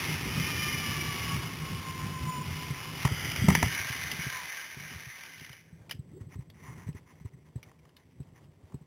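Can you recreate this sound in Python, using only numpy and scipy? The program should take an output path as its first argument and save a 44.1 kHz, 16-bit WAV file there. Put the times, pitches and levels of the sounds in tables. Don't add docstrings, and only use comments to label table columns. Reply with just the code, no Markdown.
import sys
import numpy as np
from scipy import signal
from scipy.fft import rfft, irfft
from scipy.io import wavfile
from scipy.ndimage import uniform_filter1d

SR = 44100
rng = np.random.default_rng(int(sys.argv[2]) if len(sys.argv) > 2 else 0)


def volts(x):
    e = np.asarray(x, float) / 20
    return 10 ** e


def persist_wave(psi):
    counts = np.round(np.clip(psi, -1, 1) * 32767).astype(np.int16)
    wavfile.write(sys.argv[1], SR, np.atleast_2d(counts).T)


N = 390723


def level(x, db=0):
    return x * volts(db) / np.sqrt(np.mean(x ** 2))


def add(out, s, sound):
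    i = int(s * SR)
    out[i:i + len(sound)] += sound[:len(out) - i]


def play(table):
    s, *columns = np.transpose(table)
    t = np.arange(N) / SR
    inside = uniform_filter1d(1. * ((t >= s[0]) & (t <= s[-1])), size=600)
    return [inside] + [np.interp(t, s, c) for c in columns]


def walk(rate, size=N):
    k = int(SR / rate)
    held = np.repeat(rng.standard_normal(size // k + 1), k)
    return 1.222 * uniform_filter1d(uniform_filter1d(held, k), k)[:size]


def band(x, hz, width_hz):
    return signal.lfilter(*signal.iirpeak(hz, hz / max(width_hz, 5), fs=SR), x)


def rings(strength, modes, patchy_db=0):
    total = 0
    for hz, width, db in modes:
        noise = strength * rng.standard_normal(len(strength))
        ring = band(band(noise, hz, 1.05 * width), hz, 4.0 * width)
        swell_db = patchy_db * min(120 / width, 1) * walk(25, size=len(strength))
        total = total + volts(db + swell_db) * ring
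    return level(total)


def grit(scatter_db, flicker_db, rate, size):
    slip_samples = 24
    slip = np.minimum(rng.exponential(size=size // slip_samples + 1), 3.5)
    slips = np.repeat(volts(scatter_db * slip), slip_samples)[:size]
    return slips * volts(flicker_db * walk(rate, size=size))


def friction(force, modes, balance, scatter_db, flicker_db, rate):
    out = np.zeros(N)
    span = force[0] > 1e-6
    inside, db = force[0][span], force[1][span]
    low_db = balance[0] + balance[1] * (db + 46)
    high_db = balance[2] + balance[3] * (db + 42.5)
    drive = grit(scatter_db, flicker_db, rate, size=len(db))
    middle = rings(drive, [m for m in modes if 1450 <= m[0] < 2600], patchy_db=2.5)
    low = rings(drive, [m for m in modes if m[0] < 1450], patchy_db=4.5)
    high = rings(drive, [m for m in modes if m[0] >= 2600], patchy_db=2.7)
    out[span] = inside * volts(db) * (middle + volts(low_db) * low + volts(high_db) * high)
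    return out


# t/s, friction level/dB
ROLLING_FORCE = [(0.0, -36), (.3, -41), (.4, -37.5), (1.36, -40), (1.46, -45), (2.42, -49), (2.5, -44.5),
                 (2.95, -46), (3.04, -39)]
# f/Hz, width/Hz, level/dB
TROLLEY_MODES = [(1067, 530, 17), (1190, 600, -22), (1800, 226, 1), (2129, 53, 9), (2380, 570, 3.5),
                 (2945, 64, 4.5), (3260, 920, -7.5), (3470, 850, -7.5)]
# low ring level/dB, slope/(dB per dB), high ring level/dB, slope/(dB per dB)
TROLLEY_TILT = (-3, -.5, -2.5, -0.15)


def rolling():
    return friction(play(ROLLING_FORCE), TROLLEY_MODES, TROLLEY_TILT, 2.43, 0.38, 39.1)


# multiple of the strand rate, level/dB
WHINE_PARTIALS = [(3, -2), (4, 4), (5, 1.5)]


def whine(table):
    inside, hz, db = play(table)
    overtone_db = -11 + 0.2789 * (np.clip(hz, 535, 595) - 550)
    phase = 2 * np.pi * np.cumsum(hz * (1 + 0.01195 * walk(140))) / SR
    overtones = sum(volts(d + 3.15 * walk(120)) * np.sin(k * phase) for k, d in WHINE_PARTIALS)
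    stutter_db = np.maximum(.075 * (570 - hz), 1) * walk(22.04)
    leading = volts(3.8 * walk(90) + stutter_db) * np.sin(2 * phase)
    return inside * volts(db + 6.5) * (leading + volts(overtone_db) * overtones)


# t/s, strand rate f/Hz, level/dB
STRAND_WHINE = [(.25, 617, -60.5), (.5, 605.4, -50.5), (1.4, 554.3, -49), (1.5, 549, -60),
                (1.86, 529, -49.5), (2.44, 504, -49.5), (2.5, 498, -61), (2.78, 514, -49),
                (2.92, 531, -58.5)]


def strand_whine():
    return whine(STRAND_WHINE)


# t/s, friction level/dB
BITING_FORCE = [(3.04, -39.5), (3.12, -43.5), (3.25, -38.5), (3.46, -40), (3.68, -34.5)]
# f/Hz, width/Hz, level/dB
BLOCK_MODES = [(900, 1270, -11), (1372, 130, -1), (1747, 210, -5.5), (2030, 144, 5), (2250, 281, -0.5),
               (2980, 250, -4.5), (3240, 73, -5.5), (3430, 330, -14)]
# low ring level/dB, slope/(dB per dB), high ring level/dB, slope/(dB per dB)
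BLOCK_TILT = (-0.79, -0.66, -0.54, -0.63)


def biting():
    return friction(play(BITING_FORCE), BLOCK_MODES, BLOCK_TILT, 1.7, 0.9, 40)


# t/s, friction level/dB
DRAGGING_FORCE = [(3.68, -36), (4.276, -38.5), (4.636, -42.5), (4.69, -47), (4.886, -45.5), (5.3, -48),
                  (5.58, -55.5), (5.66, -65), (5.88, -74.5)]
# f/Hz, width/Hz, level/dB
BRAKE_MODES = [(920, 920, -5), (1130, 430, 0), (1598, 96, -2.5), (1830, 160, -2), (2050, 49, 1),
               (2195, 130, -2), (2380, 280, -6), (2970, 170, 3), (3550, 570, -8), (3680, 1000, -4)]
# low ring level/dB, slope/(dB per dB), high ring level/dB, slope/(dB per dB)
BRAKE_TILT = (-11, 0.23, -6.5, 0.14)


def dragging():
    return friction(play(DRAGGING_FORCE), BRAKE_MODES, BRAKE_TILT, 3.1, 0.75, 40)


# t/s, strand rate f/Hz, level/dB
BRAKE_SQUEAL = [
    (4.3, 520, -58),
    (4.35, 512, -53),
    (4.43, 485, -56.5),
    (4.47, 475, -68.5),
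]


def brake_squeal():
    return whine(BRAKE_SQUEAL)


def clicks(table, high_hz, scrape, crack, knock, tail):
    out, t = np.zeros(N), np.arange(SR // 8) / SR
    attack = 1 - np.exp(-t / 0.00025)
    decay = np.exp(-(t / max(2 * scrape, .001)) ** 2) + tail * np.exp(-t / 0.024)
    for (s, db, low_hz, high_db), noise in zip(table, rng.standard_normal((len(table), len(t)))):
        burst = noise * attack * decay
        dull = band(band(burst, low_hz, 400), low_hz, 700)
        bright = band(band(burst, high_hz, 470), high_hz, 870)
        ring = level(dull, -5.5) + level(bright, high_db)
        ring = ring + crack * level(band(burst, 2300, 3600)) + knock * level(band(burst, 590, 710))
        add(out, s - .0005, volts(db) * ring / np.abs(ring).max())
    return out


# t/s, peak level/dB, f/Hz, second ring level/dB
SHELL_RAPS = [(3.051, -15, 853, -12), (3.074, -26, 930, -1), (3.484, -10, 890, -8.5),
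              (3.502, -15.5, 870, -2), (3.5505, -9, 900, 2.5), (3.6265, -11.5, 835, -5),
              (6.211, -54, 1150, -8), (6.643, -47, 1090, -8), (6.878, -49, 738, -10), (7.199, -53, 899, -9),
              (7.259, -47.5, 1030, -15), (7.558, -51, 713, -4), (7.715, -51, 883, -25),
              (7.852, -53, 1130, -9), (8.203, -55, 912, -20), (8.439, -63, 856, -10),
              (8.699, -59, 764, -17), (8.722, -50.5, 900, -17), (8.742, -50, 737, -26)]


def shell_raps():
    return clicks(SHELL_RAPS, 1850, scrape=0.0026, crack=0.13, knock=.42, tail=0.182)


# t/s, peak level/dB, f/Hz, second ring level/dB
CLIP_CLINKS = [(3.314, -22.5, 2330, -13), (3.359, -20.5, 2380, -29), (4.114, -22, 2070, 2),
               (5.529, -39, 2030, -7), (5.895, -35, 2260, -20), (5.91, -24.5, 1880, 0),
               (5.917, -30.5, 2390, -6.5), (6.499, -42.5, 3400, -13), (6.928, -54, 2620, -25),
               (7.629, -38.5, 2200, -17), (7.789, -57, 2340, -9), (7.891, -55, 1700, -6),
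               (7.966, -43, 3660, -12), (8.229, -61, 2500, -8), (8.441, -60, 2930, -20)]


def clip_clinks():
    return clicks(CLIP_CLINKS, 2890, scrape=.0042, crack=0.69, knock=0.11, tail=0.174)


# t/s, peak level/dB, f/Hz, second ring level/dB
STALL_JUDDER = [(5.236, -39, 2100, -3), (5.383, -42, 2100, 0), (5.396, -37.5, 2100, 0),
                (5.408, -39, 2100, 0), (5.424, -42, 2100, 0), (5.446, -38, 2120, -6),
                (5.462, -42, 2100, -3), (5.492, -36.5, 2100, -13), (5.548, -57, 2100, -2)]


def stall_judder():
    return clicks(STALL_JUDDER, 2900, scrape=0.0026, crack=0.79, knock=.03, tail=0.05)


def knocks(table, t60_s):
    out, t = np.zeros(N), np.arange(SR // 4) / SR
    upper = (np.sin(2 * np.pi * 250 * t) + 0.62 * np.sin(2 * np.pi * 390 * t)) * np.exp(-t / 0.015)
    for s, db, hz, upper_db in table:
        t60 = t60_s * volts(-0.06 * (db + 42.5))
        fall = np.exp(-np.log(1000) * (t / max(t60, .06)) ** 0.92) * (1 - np.exp(-t / 0.004)) ** 2.0
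        ring = -np.sin(2 * np.pi * hz * t + 0.7 * (1 - np.exp(-t / 0.0061)))
        ring = ring + volts(upper_db) * upper + 0.28 * np.sin(2 * np.pi * 70 * t)
        add(out, s + 0.00066, volts(db + 3.5) * fall / fall.max() * ring)
    return out


# t/s, peak level/dB, f/Hz, upper wall level/dB
BRAKE_JOLTS = [(2.701, -28.5, 133, -15), (3.047, -19.5, 132, -10), (3.11, -29.5, 104, -6),
               (3.38, -28.5, 93, -24), (3.416, -22.5, 120, -14), (3.437, -22.5, 198, -32),
               (3.48, -12.5, 160, -9), (3.491, -19, 182.6, -10), (3.512, -25, 171, -7),
               (3.547, -27.5, 140, -3), (3.572, -27, 161, -23), (3.626, -21.5, 85, -5.5),
               (3.658, -26.5, 120, -20), (3.793, -39, 92, -8), (3.848, -43.5, 127, -5),
               (3.897, -35, 122, -10), (3.949, -46, 109, -0.5), (4.061, -41, 90.5, -20),
               (4.131, -43, 124, -3), (4.187, -35, 155, -17), (4.262, -33.5, 131, -8),
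               (4.766, -42.5, 135, -6), (4.801, -45, 145, -16), (4.91, -48.5, 110, 1.5),
               (4.952, -45, 99, -12), (5.064, -44.5, 124, -26), (5.411, -48, 136, -2),
               (5.497, -47.5, 127, -12)]


def brake_jolts():
    return knocks(BRAKE_JOLTS, t60_s=0.073)


# t/s, peak level/dB, f/Hz, upper wall level/dB
PLATFORM_BUMPS = [(5.724, -44, 155, -34), (5.802, -49.5, 112, -11), (5.943, -43, 99.6, -9),
                  (5.988, -35, 127, -21), (6.205, -37.5, 105, -16), (6.248, -48, 109, -24),
                  (6.353, -36.5, 89, -13), (6.385, -33.5, 130, -22), (6.693, -41, 120.6, -23),
                  (6.773, -40, 117, -7), (6.863, -37, 106, -22), (6.884, -31.5, 147, -10.5),
                  (6.944, -40.5, 100, -4), (7.207, -45.5, 146, -17), (7.246, -35, 105, -10.5),
                  (7.341, -47.5, 121, -15), (7.554, -32, 119, -14), (7.661, -52, 117, -18),
                  (8.198, -36.5, 134, -10), (8.321, -52, 135, -5.5), (8.63, -49, 91.5, -8),
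                  (8.723, -51, 149, -20), (8.739, -35, 136, -4.5), (8.808, -47, 154, -21)]


def platform_bumps():
    return knocks(PLATFORM_BUMPS, t60_s=0.067)


# t/s, hold/s, level/dB
RUB_EVENTS = [(5.93, 0.009, -67), (6.206, 0.016, -67.5), (6.317, 0.027, -57), (6.39, 0.037, -68.5),
              (6.547, 0.076, -66.5), (6.63, 0.11, -59), (6.761, 0.095, -59.5), (6.876, .015, -58),
              (6.961, 0.021, -57.5), (7.068, 0.057, -66), (7.16, 0.066, -69.5), (7.255, .03, -66.5),
              (7.338, .005, -66.5), (7.46, .03, -71), (7.65, 0.047, -67), (7.727, 0.047, -76),
              (7.978, 0.054, -70), (8.362, 0.022, -62.5), (8.47, 0.018, -77)]
# f/Hz, width/Hz, level/dB
WEBBING_MODES = [(887, 350, -3), (1016, 150, 4), (1950, 410, 0), (2140, 114, -2.5), (2710, 1100, -6.5),
                 (3280, 1100, -10.5)]
# low ring level/dB, slope/(dB per dB), high ring level/dB, slope/(dB per dB)
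WEBBING_TILT = (1.5, 0.17, -19, -0.45)


def webbing_rubs():
    t = np.arange(N) / SR
    attack_db_s, release_db_s, brushing_db = 600, 650, -77.5
    each = []
    for s, hold, db in RUB_EVENTS:
        rise = attack_db_s * np.maximum(s - t, 0)
        each.append(db - np.maximum(rise, release_db_s * (t - s - hold)))
    force = t > RUB_EVENTS[0][0], np.maximum(np.max(each, axis=0), brushing_db)
    return friction(force, WEBBING_MODES, WEBBING_TILT, 2.9, 1.8, 50)


# t/s, slip rate f/Hz, level/dB
STRAP_CREAK = [
    (6.1, 197, -55),
    (6.13, 257, -48),
    (6.155, 382, -50),
    (6.17, 415, -43),
    (6.205, 435, -66),
]


def strap_creak():
    inside, hz, db = play(STRAP_CREAK)
    phase = 2 * np.pi * np.cumsum(hz * (1 + .14 * walk(200))) / SR
    return inside * volts(db + 2.8 * walk(90)) * np.sin(phase)


# t/s, boom level/dB
RIDE_BOOM = [(0.0, -34), (0.09, -33.5), (0.29, -34), (1.01, -38), (1.6, -38.5), (2.1, -40), (2.55, -39.5),
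             (2.84, -43.5), (3.0, -41.5)]
STOP_BOOM = [(3.2, -41), (3.37, -39), (3.5, -29.5), (3.67, -36.5), (3.9, -62), (4.11, -41.5), (4.53, -66),
             (4.93, -51.5), (5.11, -62.5)]
HAND_BOOM = [(5.72, -63), (6.2, -49.5), (6.46, -60), (6.72, -46.5), (6.97, -58), (7.74, -60.5), (8.05, -64),
             (8.2, -58.5), (8.65, -60.5)]
# f/Hz, width/Hz, level/dB
WALL_MODES = [(121, 68, -4.5), (153.3, 18.7, 0.5)]
UPPER_WALL_MODES = [(248.6, 88, 1), (380.4, 82, -2), (520, 66.3, -11.5)]
SWAY_MODES = [(29.9, 15, -7), (85, 28, -3.5)]


def case_boom():
    _, db = play(RIDE_BOOM + STOP_BOOM + HAND_BOOM)
    upper_db = -10.5 - 0.1728 * (db + 48) + 2 * play(RIDE_BOOM)[0]
    sway_db = -5.5 + 0.0129 * (db + 52)
    gusts = volts(3.15 * walk(35))
    boom = level(band(rings(gusts, WALL_MODES), 145, 300))
    sway = level(band(rings(gusts, SWAY_MODES), 75, 150))
    upper = level(band(rings(volts(1.54 * walk(45)), UPPER_WALL_MODES), 330, 450))
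    return volts(db) * (boom + volts(sway_db) * sway + volts(upper_db) * upper)


# f/Hz, density level/(dB per Hz)
HISS_SPECTRUM = [(500, 7.5), (900, 2), (1500, -6.5), (2300, -17.5), (3200, -7.5), (4200, -13)]


def hiss():
    hz, db = np.transpose(HISS_SPECTRUM)
    bins = np.fft.rfftfreq(N, 1 / SR) + 1
    shape = volts(np.interp(np.log(bins), np.log(hz), db))
    shaped = irfft(rfft(rng.standard_normal(N)) * shape, N)
    return level(shaped, -68.5) * volts(3.3 * walk(30))


def scene():
    ride = rolling() + strand_whine()
    braking = biting() + dragging() + brake_squeal()
    hits = shell_raps() + clip_clinks() + stall_judder() + brake_jolts() + platform_bumps()
    platform = webbing_rubs() + strap_creak()
    return (ride + braking + hits + platform + case_boom() + hiss())[None]


def low_pass(x):
    return signal.sosfilt(signal.butter(12, 15960, fs=SR, output="sos"), x)


def record(dry):
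    overload, hold_samples = .55, 11 / 2
    soft = overload * np.tanh(dry[0] / overload)
    narrow = signal.sosfilt(signal.butter(8, 4000, fs=SR, output="sos"), soft)
    taken_at = np.floor(np.arange(N) / hold_samples) * hold_samples
    held = np.interp(taken_at, np.arange(N), narrow)[None]
    held = signal.sosfilt(signal.butter(3, 55, "high", fs=SR, output="sos"), held)
    mix = signal.sosfilt(signal.ellip(10, .2, 60, 15900, fs=SR, output="sos"), held)
    return low_pass(mix)


dry = scene()
out = record(dry)
persist_wave(out)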